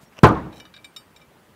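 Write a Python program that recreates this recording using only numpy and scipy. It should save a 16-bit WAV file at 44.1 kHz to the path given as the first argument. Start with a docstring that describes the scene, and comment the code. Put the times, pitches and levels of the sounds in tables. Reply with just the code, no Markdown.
"""Knife thrown into a pallet

On an open meadow a sleeve rustles and a thrown knife swishes into a wooden pallet, close enough
to overload the recorder. The blade's pushes ring the modes of the boards, which boom and rattle,
and the tree line throws the knock back. Then the spare steel knives slide and clink in the
thrower's hand, their ring damped by the grip."""
import sys
import numpy as np
from scipy import signal
from scipy.io import wavfile
from scipy.ndimage import uniform_filter1d

SR = 44100
rng = np.random.default_rng(int(sys.argv[2]) if len(sys.argv) > 2 else 0)


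def dump(signal):
    """Clip the signal to [-1, 1] and save it as 16-bit WAV at the path in sys.argv[1]."""
    limited = np.clip(np.atleast_2d(signal).T, -1, 1)
    pcm = np.round(limited * 32767).astype(np.int16)
    wavfile.write(sys.argv[1], SR, pcm)


N = 68355
TIME_S = np.arange(N) / SR
BIN_HZ = np.fft.rfftfreq(512, 1 / SR)


def amp(db):
    return 10 ** (np.asarray(db) / 20)


def per_bin(points):
    """(freq_hz, value) points interpolated over log frequency, one row per bin."""
    hz, value = np.transpose(points)
    return np.interp(np.log(BIN_HZ + 1), np.log(hz + 1), value)[:, None]


def add(mix, start_s, sound):
    part = mix[round(start_s * SR):][:len(sound)]
    part += sound[:len(part)]


def to_wave(spectra):
    return signal.istft(spectra, nperseg=512, noverlap=384)[1][:N]


def noise_spectra(spectrum, patch_db, frames=10, bins=6):
    """Short-time spectra of coloured noise, rms 1, with drifting louder and softer patches."""
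    real, imag, patches = rng.standard_normal((N // 128 + 5, 257, 3)).T
    patches = uniform_filter1d(patches, size=bins, axis=0)
    patches = uniform_filter1d(patches, size=frames, axis=1)
    spectra = (real + 1j * imag) * amp(per_bin(spectrum) + patch_db * patches / patches.std())
    return spectra / np.sqrt(np.mean(to_wave(spectra) ** 2))


def resonate(x, hz, width_hz):
    """A single resonance, peak gain about 1."""
    pole = np.exp((2j * hz - width_hz) * np.pi / SR)
    return 2 * signal.lfilter([1 - abs(pole)], [1, -pole], x).real


def ring(modes, length_s):
    """Decaying sines from (pitch_hz, level_db, t60_s); t60 is at least 4 ms."""
    t = np.arange(0, length_s, 1 / SR)
    return sum(amp(db - 60 * t / max(t60_s, .004)) * np.sin(2 * np.pi * hz * t)
               for hz, db, t60_s in modes)


def swell(start_s, end_s):
    """Half-sine envelope."""
    return np.sin(np.pi * np.clip((TIME_S - start_s) / (end_s - start_s), 0, 1))


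# freq_hz, relative_db
AIR_SPECTRUM = [(18, -44), (30, -15.5), (108, -5), (169, -4), (203, -10), (390, -9.5), (578, -8.5),
                (641, -13.5), (694, -13), (855, -11.5), (2030, -18.5), (2250, -20.5), (2850, -21.5),
                (5070, -30), (15600, -32.5)]


def meadow_air():
    """Faint, steady, mostly low noise of the open air."""
    return amp(-55) * to_wave(noise_spectra(AIR_SPECTRUM, patch_db=1.5))


# start_s, end_s, level_db
SLEEVE_RUSTLES = [(0.001, 0.06, -58.5)]
# start_s, level_db, pitch_hz
THROW_THUMPS = [(.007, -45.5, 198), (0.031, -40, 157)]
# pitch_hz, start_s, end_s, level_db
THIN_TONES = [(5570, 0.049, 0.091, -63.5), (7550, 0.046, 0.052, -60.5)]


def throw():
    """The sleeve rustles and thumps softly; a thin ring follows."""
    out = np.zeros(N)
    for start_s, end_s, db in SLEEVE_RUSTLES:
        cloth = resonate(rng.standard_normal(N), hz=4000, width_hz=9000)
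        out += amp(db) * cloth * swell(start_s, end_s)
    for start_s, db, hz in THROW_THUMPS:
        add(out, start_s, ring([(hz, db, .04)], length_s=.05))
    for hz, start_s, end_s, db in THIN_TONES:
        out += amp(db) * np.sin(2 * np.pi * hz * TIME_S) * np.sqrt(swell(start_s, end_s))
    return out


# freq_hz, relative_db
SWISH_SPECTRUM = [(120, -14), (200, -6), (1130, -1), (1540, -4.5), (2710, -6), (3840, -19), (4860, -15.5),
                  (15600, -44)]
# time_s, level_db
SWISH_ENVELOPE = [(0.11, -72), (0.115, -64.5), (0.136, -55.5), (0.144, -64.5), (0.192, -40.5), (0.202, -64)]
# start_s, level_db
FLIGHT_TICKS = [(.1695, -38), (.182, -35), (0.1854, -66), (0.1899, -22.5)]
# pitch_hz, relative_db, width_hz
TICK_MODES = [(700, -6.5, 870), (2780, -4, 240), (5320, -10, 2500), (10600, -31, 3000)]


def flight():
    """The knife swishes through the air, ending in small ticks."""
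    times_s, levels_db = np.transpose(SWISH_ENVELOPE)
    envelope = amp(np.interp(TIME_S, times_s, levels_db, left=-120, right=-120))
    out = envelope * to_wave(noise_spectra(SWISH_SPECTRUM, patch_db=3))
    tick = ring([(hz, db, 2.5 / width_hz) for hz, db, width_hz in TICK_MODES], length_s=.02)
    for start_s, db in FLIGHT_TICKS:
        add(out, start_s, amp(db) * tick)
    return out


# start_s, level_db, centre_hz, width_hz, length_s
CRACK_AND_ECHOES = [(.2315, -29, 6900, 12000, 0.003), (0.27, -39.5, 10700, 8000, .006),
                    (0.278, -49, 11500, 4080, .005), (0.283, -45.5, 6020, 3000, 0.014),
                    (0.321, -51.5, 6000, 3500, 0.0065), (0.351, -49, 3630, 1200, 0.0048),
                    (0.353, -30, 1050, 417, 0.042), (.44, -37, 180, 122, 0.05), (0.573, -45, 131, 149, .03)]


def crack_and_echoes():
    """Noise bursts: the blade cracks, boards slap back, the trees return the knock."""
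    out = np.zeros(N)
    for start_s, db, hz, width_hz, length_s in CRACK_AND_ECHOES:
        band = resonate(rng.standard_normal(N), hz, width_hz)
        band = resonate(band, hz, width_hz)  # steeper skirts
        out += amp(db) * band / band.std() * swell(start_s, start_s + length_s)
    return out


# start_s, relative_db, direction, half_length_ms
BLADE_PUSHES = [(0.2324, -6, 1, 1.59), (0.2339, 2.5, -1, 1.24), (0.2368, 1.5, 1, 1.985),
                (0.2399, 4.5, -1, 0.81), (.2440, -1, 1, .4), (.2585, -2, -1, 0.31)]
# pitch_hz, relative_db, t60_s
BOARD_MODES = [(70, -15.5, 0.55), (113.8, -11.5, 0.242), (154.1, -10, 0.091), (179.9, -23.5, 0.4),
               (254, -23.5, .3), (313.3, -14, 0.61), (322.6, -18, .35), (357.4, -14, 0.13),
               (452, -12.5, .2), (552, -9, 0.22), (739, -28, 0.37), (814, -17, 0.12), (862.4, -1.5, 0.17),
               (1032, -1.5, .13), (1264, -9.5, .22), (1320, -17.5, .13)]


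def pallet(t60_max_s=.58, tip_s=.2405, tip_db=-8):
    """The blade's pushes sound directly and through the boards; its sharp tip rings the high modes."""
    push = np.zeros(N)
    for start_s, db, direction, half_length_ms in BLADE_PUSHES:
        pulse = np.hanning(round(2 * half_length_ms * SR / 1000))
        add(push, start_s, direction * amp(db) * pulse)
    modes = [(hz, db, min(t60_s, t60_max_s)) for hz, db, t60_s in BOARD_MODES]
    boards = amp(-40) * signal.fftconvolve(push, ring(modes, length_s=.8))[:N]
    high_modes = [(hz, db, t60_s) for hz, db, t60_s in BOARD_MODES if hz > 500]
    add(boards, tip_s, amp(tip_db) * ring(high_modes, length_s=.8))
    return amp(2) * push + amp(3) * boards


# freq_hz, relative_db
RATTLE_SPECTRUM = [(30, -35), (60, -10.5), (139, -13), (288, -11), (440, -7), (689, -11.5), (1030, -9.5),
                   (1500, -9), (2200, -18.5), (4160, -29.5), (15600, -50.5)]
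# freq_hz, t60_s
RATTLE_DECAY = [(50, .35), (150, 0.6), (400, 0.36), (1000, .3), (2000, 0.14), (4000, .15), (8000, 0.1),
                (15000, 0.054)]


def rattle(start_s, rise_s=.006):
    """The struck boards rattle: noise that dies band by band, treble first."""
    spectra = noise_spectra(RATTLE_SPECTRUM, patch_db=2, frames=2, bins=24)
    frame_age_s = np.maximum(np.arange(spectra.shape[1]) * 128 / SR - start_s, 0)
    decay = amp(-60 * frame_age_s / per_bin(RATTLE_DECAY))
    rise = np.clip((TIME_S - start_s) / rise_s, 0, 1)
    return amp(-5.5) * rise * to_wave(spectra * decay)


# freq_hz, relative_db
WASH_SPECTRUM = [(30, -44.5), (60, -21), (170, -11), (320, -11.5), (500, -18.5), (1050, -17), (1800, -27.5),
                 (4000, -44), (15600, -73)]


def far_wash(start_s, rise_s=.026, t60_s=.74):
    """The knock comes back from afar as a dull, fading wash."""
    age_s = np.maximum(TIME_S - start_s, 0)
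    envelope = np.minimum(age_s / rise_s, 1) * amp(-22.5 - 60 * age_s / t60_s)
    return envelope * to_wave(noise_spectra(WASH_SPECTRUM, patch_db=2))


# start_s, end_s, level_db
BLADE_SLIDES = [(0.52, 0.556, -56.5), (0.554, 0.604, -52)]
# pitch_hz, relative_db
SCRAPE_MODES = [(2390, 6.5), (3070, 4.5), (3900, 5), (5430, 1.5), (5950, -2), (7550, -6), (9200, -9),
                (12100, -17), (14900, -7)]


def sliding_blades():
    """Blades slide on each other: sparse grit excites narrow steel resonances."""
    grit = rng.standard_normal(N) * (rng.random(N) < .05)
    scrape = sum(amp(db) * resonate(grit, hz, width_hz=130) for hz, db in SCRAPE_MODES)
    envelope = sum(amp(db) * np.sqrt(swell(start_s, end_s)) for start_s, end_s, db in BLADE_SLIDES)
    return envelope * scrape / scrape.std()


# pitch_hz per mode; nine groups: five flat bends, higher bends, twists, two edgewise bends
KNIFE_GROUPS_HZ = [
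    [1255],
    [2331],
    [3722],
    [5384],
    [7292],
    [9458, 11995, 14620],
    [2960, 5785, 8917],
    [4660, 1835],
    [8545],
]
# relative_db, t60_s per mode; same groups
KNIFE_GROUP_RING = [
    [(-3, 0.15)],
    [(0, 0.22)],
    [(0.5, .11)],
    [(-0.5, 0.12)],
    [(0, 0.12)],
    [(2.5, 0.14), (4, 0.18), (-6, .07)],
    [(2, .14), (0, 0.037), (-6.5, 0.031)],
    [(0, 0.24), (-8.5, .12)],
    [(0, 0.34)],
]
# start_s, t60_share, pitch_rise_percent, tick_db, then group_db for each of the nine groups
KNIFE_CLINKS = [(0.5288, 0.37, 2.4, -46, -70, -52, -49.5, -66, -66, -80, -62, -66, -85),
                (0.5657, 0.53, 3., -58, -61, -72, -53, -66, -68, -79, -75, -76, -92),
                (0.5993, 1, 0.06, -41.5, -72, -47.5, -47, -52, -60, -66, -46, -62, -87),
                (0.6531, 0.82, 0.58, -42.5, -46, -55, -47.5, -76, -78, -88, -52, -61, -86),
                (0.7395, 0.94, 0.84, -42, -60, -53.5, -42, -54.5, -68, -84, -57, -57, -88),
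                (0.7645, 0.39, 0.56, -39, -78.5, -50, -38.5, -66, -58, -80, -53, -71, -69),
                (.785, 0.9, .05, -70, -75, -54.5, -65, -73, -88, -90, -76, -87, -80),
                (.844, 0.64, 0.047, -43.5, -63, -41, -39.5, -52, -49, -63.5, -51.5, -55, -53),
                (.9627, 0.91, .01, -54, -43, -53, -35.5, -41, -45.5, -56, -47, -48, -55.5),
                (1.1624, 0.47, 0.93, -54, -71, -53, -49, -47.5, -53.5, -66, -66, -68, -69),
                (1.2027, .5, 0.067, -70, -62, -78, -57, -74, -80, -88, -66, -77, -85),
                (1.2145, 0.84, 0.059, -70, -51, -54.5, -58, -59.5, -74, -90, -68, -84, -88)]


def knife_modes(t60_share, pitch_rise_percent, groups_db):
    """Modes of a held knife: the grip shortens the ring, pressing the blade raises its pitch."""
    return [(hz * (1 + pitch_rise_percent / 100), group_db + db, t60_s * t60_share)
            for pitches_hz, group, group_db in zip(KNIFE_GROUPS_HZ, KNIFE_GROUP_RING, groups_db)
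            for hz, (db, t60_s) in zip(pitches_hz, group)]


def clinks(ring_s=.3, rise_s=.0004, chatter_s=.014, touch_count=14):
    """Steel on steel: the knife rings, and a chatter of touches adds ticks and damped ringing."""
    out = np.zeros(N)
    for start_s, t60_share, pitch_rise_percent, tick_db, *groups_db in KNIFE_CLINKS:
        modes = knife_modes(t60_share, pitch_rise_percent, groups_db)
        tick = amp(tick_db) * ring([(1660, .5, .011), (3940, 1, .0047)], ring_s)
        rise = np.minimum(TIME_S[:len(tick)] / rise_s, 1)
        strike = rise * (ring(modes, ring_s) + tick)
        damped = ring([(hz, db, .21 * t60_s) for hz, db, t60_s in modes], ring_s)
        touches = np.zeros(round(chatter_s * SR) + 2)
        position, strength = rng.random(touch_count), rng.standard_normal(touch_count)
        touches[(position * len(touches)).astype(int)] = amp(-6.5 - 3 * position) * strength
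        chatter = signal.fftconvolve(touches, rise * (damped + tick))[:len(tick)]
        add(out, start_s, strike + chatter)
    return out


def scene():
    """Air, impact, spare knives and the throw before them, in mono."""
    air = meadow_air()
    impact = pallet() + rattle(start_s=.233) + far_wash(start_s=.233) + crack_and_echoes()
    spare_knives = clinks() + sliding_blades()
    return (air + impact + spare_knives + flight() + throw())[None]


def record(dry, low_cut_hz=55, ceiling=.995, band_limit_hz=15750):
    """The deepest bass is cut away, the blow clips the recorder, then the band is limited."""
    low_cut = signal.butter(2, low_cut_hz, "high", fs=SR)
    clipped = np.clip(signal.lfilter(*low_cut, dry), -ceiling, ceiling)
    band_limit = signal.firwin(511, band_limit_hz, window=("kaiser", 9), fs=SR)
    return signal.oaconvolve(clipped, band_limit[None], "same")


dry = scene()
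out = record(dry)
dump(out)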